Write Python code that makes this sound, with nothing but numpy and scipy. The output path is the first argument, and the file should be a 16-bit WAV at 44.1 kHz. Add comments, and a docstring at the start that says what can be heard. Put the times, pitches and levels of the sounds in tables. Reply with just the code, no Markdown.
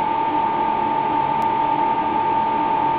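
"""An induction coil heats a steel pipe in a workshop, its supply whining at 900 Hz.
Two side tones make the whine throb; transformer and chokes hum on other mains multiples.
Cooling fans and a pump add wavering motor tones and rushing air, which stirs cabinet and
pipe resonances. Their low drone swells and sinks; one tiny click sounds midway."""
import sys
import numpy as np
from scipy import signal
from scipy.fft import rfft, irfft
from scipy.io import wavfile

SR = 44100
rng = np.random.default_rng(int(sys.argv[2]) if len(sys.argv) > 2 else 0)


def pcm_store(signal):
    """Save signal as 16-bit PCM."""
    levels = np.round(np.clip(np.atleast_2d(signal), -1, 1) * 32767)
    wavfile.write(sys.argv[1], SR, levels.astype(np.int16).T)


N = 131418
TIME_S = np.arange(N) / SR
BINS_HZ = np.maximum(np.arange(N // 2 + 1) * SR / N, 1e-3)

MAINS_HZ, WHINE_HZ, THROB_HZ = 50, 900, 42.45
PUMP_HZ, FAN_HZ = 217.3, 143.4
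SUPPLY_FLUTTER_HZ, MOTOR_WAVER_HZ = 17, 5.5

# whine centre tone: (time [s], level [dB])
WHINE_LEVEL = [(0, -17.5), (.12, -23), (.27, -21), (.38, -19), (.5, -22.5), (.6, -23), (.68, -20.5),
               (.77, -25), (1.0, -20.5), (1.1, -26.5), (1.18, -19), (1.28, -23.5), (1.38, -22), (1.9, -20),
               (1.99, -18.5), (2.08, -22.5), (2.3, -20.5), (2.75, -21), (2.87, -20), (2.98, -20.5)]
# centre tone dips: (time [s], depth [0-1], half width [s])
WHINE_DIPS = [(0.055, 0.42, 0.05), (0.319, 0.73, 0.018), (1.225, 0.6, 0.012), (1.768, 0.6, 0.015),
              (1.951, 1, 0.014), (2.04, 1, 0.013), (2.144, 0.34, 0.028), (2.808, 0.87, 0.01)]
# lower side tone, sets throb depth: (time [s], level [dB])
LOWER_SIDE_LEVEL = [(0, -24), (.1, -26), (.2, -31), (.43, -27), (.55, -32.5), (.65, -24), (.74, -30),
                    (.83, -27), (1.25, -25.5), (1.33, -23), (1.42, -36.5), (1.5, -29), (1.62, -27),
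                    (1.85, -29.5), (1.97, -38), (2.12, -26.5), (2.45, -30.5), (2.72, -30.5), (2.8, -23.5),
                    (2.98, -34)]
# supply hum: (mains multiple [-], level [dB])
HUM_PARTIALS = [(2, -51.5), (6, -42), (12, -47.5), (14, -48), (16, -50.5), (20, -49), (24, -38),
                (26, -56.5), (30, -53), (32, -48), (36, -53.5), (44, -63.5), (50, -62.5), (52, -64.5),
                (194, -101), (230, -102), (264, -110)]
# pump tone: (time [s], level [dB])
PUMP_LEVEL = [(0, -50), (.35, -45), (.5, -41.5), (1.08, -39), (1.18, -47), (1.3, -38), (1.6, -41.5),
              (1.72, -47), (1.85, -38.5), (2.22, -38.5), (2.32, -45.5), (2.44, -35), (2.62, -45),
              (2.98, -45)]
# lowest fan tone: (time [s], level [dB])
FAN_LEVEL = [(0, -49.5), (.85, -48.5), (1.0, -40.5), (1.12, -46.5), (1.25, -40), (1.42, -50), (1.76, -40),
             (1.9, -47.5), (2.7, -49.5), (2.87, -39.5), (2.98, -45)]
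# higher fan tones: (frequency [Hz], level [dB], flutter [ratio])
FAN_TONES = [(350.7, -41, 0.37), (555.4, -51, .5), (636, -43, 0.96), (794, -43, 0.43), (953, -48, 0.57),
             (1145, -50, 0.56)]
# air rush: (frequency [Hz], density [dB/Hz])
AIR_SPECTRUM = [(15, -70.5), (42, -70), (75, -68), (120, -63), (250, -63), (560, -62), (770, -60),
                (930, -55), (1050, -63), (1170, -61.5), (1260, -69.5), (1700, -72.5), (2280, -68),
                (2800, -73.5), (3300, -76.5), (3700, -81), (4000, -90), (4400, -91.5), (5000, -108)]
# cabinet and pipe: (frequency [Hz], width [Hz], level [dB])
RESONANCES = [(177.5, 7.3, -49.5), (301.2, 28, -36.5), (343.3, 36, -41), (420.8, 32, -39.5), (505, 5, -50),
              (733, 24, -43.5), (791.5, 25, -42), (839.3, 30, -34.5), (892.3, 15, -38), (931, 3.7, -44)]
# low drone swells: (time [s], gain [dB], half width [s])
DRONE_SWELLS = [(0.296, 4, 0.049), (.6, 3.5, .06), (.86, 5, 0.089), (1.18, 5.5, 0.048), (1.562, 1.5, 0.046),
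                (1.835, 2, 0.061), (2.1, 4.5, 0.033), (2.56, 2.5, 0.049), (2.822, 2.5, 0.044)]


def from_db(db):
    """Decibels to gain."""
    return 10 ** (np.asarray(db) / 20)


def unit_rms(x):
    """Scale to rms 1."""
    return x / np.sqrt(np.mean(x ** 2) + 1e-20)


def curve(points):
    """Linear interpolation over time."""
    return np.interp(TIME_S, *np.transpose(points))


def bump(at_s, half_width_s):
    """Gaussian pulse, peak 1."""
    return np.exp(-((TIME_S - at_s) / half_width_s) ** 2)


def noise(gain):
    """Noise shaped by a gain per frequency bin."""
    return irfft(rfft(rng.standard_normal(N)) * gain, N)


def drift(rate_hz):
    """Slow random motion, rms 1."""
    return unit_rms(noise(1 / (1 + (BINS_HZ / rate_hz) ** 2)))


def tone(hz, db, flutter, rate_hz=SUPPLY_FLUTTER_HZ, start_cycles=None):
    """Sine with unsteady amplitude and phase; flutter is the random-to-steady rms ratio."""
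    if start_cycles is None:
        start_cycles = rng.random()
    phase = 2 * np.pi * (hz * TIME_S + start_cycles)
    unsteady = drift(rate_hz) * np.sin(phase) + drift(rate_hz) * np.cos(phase)
    return from_db(db) * unit_rms(np.sqrt(2) * np.sin(phase) + flutter * unsteady)


def whine(first_throb_s=0.0212):
    """Strongest supply partial, with brief dips; opposed side tones throb its pitch and level."""
    dip_gain = np.prod([1 - depth * bump(at_s, half_s) for at_s, depth, half_s in WHINE_DIPS], axis=0)
    start = rng.random()
    lead = THROB_HZ * first_throb_s
    centre = tone(WHINE_HZ, curve(WHINE_LEVEL), flutter=0.025, start_cycles=start)
    lower = tone(WHINE_HZ - THROB_HZ, curve(LOWER_SIDE_LEVEL), flutter=0.089, start_cycles=start + lead)
    upper = tone(WHINE_HZ + THROB_HZ, db=-42.5, flutter=0.089, start_cycles=start - lead)
    return dip_gain * centre + lower - upper


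def supply_hum():
    """Transformer and chokes vibrate on mains multiples."""
    return sum(tone(multiple * MAINS_HZ, db, flutter=0.14) for multiple, db in HUM_PARTIALS)


def motors():
    """Wavering motor tones; the pump and the lowest fan tone swell and sink."""
    pump = tone(PUMP_HZ, curve(PUMP_LEVEL), flutter=0.4, rate_hz=MOTOR_WAVER_HZ)
    low_fan = tone(FAN_HZ, curve(FAN_LEVEL), flutter=0.35, rate_hz=MOTOR_WAVER_HZ)
    high_fans = sum(tone(hz, db, flutter, MOTOR_WAVER_HZ) for hz, db, flutter in FAN_TONES)
    return pump + low_fan + high_fans


def cooling_air(top_hz=5000):
    """Dull, even rush plus the cabinet and pipe resonances it excites."""
    points_hz, points_db = np.transpose(AIR_SPECTRUM)
    density_db = np.interp(np.log(BINS_HZ), np.log(points_hz), points_db)
    lowpass = 1 / np.sqrt(1 + (BINS_HZ / top_hz) ** 100)
    rush = noise(from_db(density_db) * lowpass) * np.sqrt(SR / 2)
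    for hz, width_hz, db in RESONANCES:
        detuning = (BINS_HZ ** 2 - hz ** 2) / (BINS_HZ * width_hz)
        ringing = noise(lowpass / (1 + detuning ** 2 / 2))
        rush += from_db(db) * unit_rms(ringing)
    return rush


def swell_drone(machine, low_hz=275, high_hz=380, rest_db=-0.4):
    """One low band of the machine swells about three times a second."""
    band = (BINS_HZ > low_hz) & (BINS_HZ < high_hz)
    drone = irfft(rfft(machine) * band, N)
    swell_db = sum(db * bump(at_s, half_s) for at_s, db, half_s in DRONE_SWELLS)
    return machine - drone + from_db(rest_db + swell_db) * drone


def click(at_s=1.4233, peak_db=-20, decay_s=0.000155):
    """Dry click like an edit splice: a sudden step that dies at once."""
    age_s = TIME_S - at_s
    return -from_db(peak_db) * np.sign(age_s) * np.exp(-np.abs(age_s) / decay_s)


def hiss(level_db=-93.5):
    """Very faint white noise."""
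    return from_db(level_db) * rng.standard_normal(N)


def scene():
    """Mono mix, just in front of the coil."""
    noise_floor = hiss()
    machine = swell_drone(supply_hum() + motors() + cooling_air())
    return (whine() + machine + click() + noise_floor)[None]


def record(dry, cutoff_hz=15700, run_in_samples=2000):
    """Steep elliptic low-pass; a mirrored run-in lets it settle."""
    lowpass = signal.ellip(10, 0.1, 80, cutoff_hz, fs=SR, output="sos")
    padded = np.pad(dry, ((0, 0), (run_in_samples, 0)), mode="reflect", reflect_type="odd")
    return signal.sosfilt(lowpass, padded)[:, run_in_samples:]


dry = scene()
out = record(dry)
pcm_store(out)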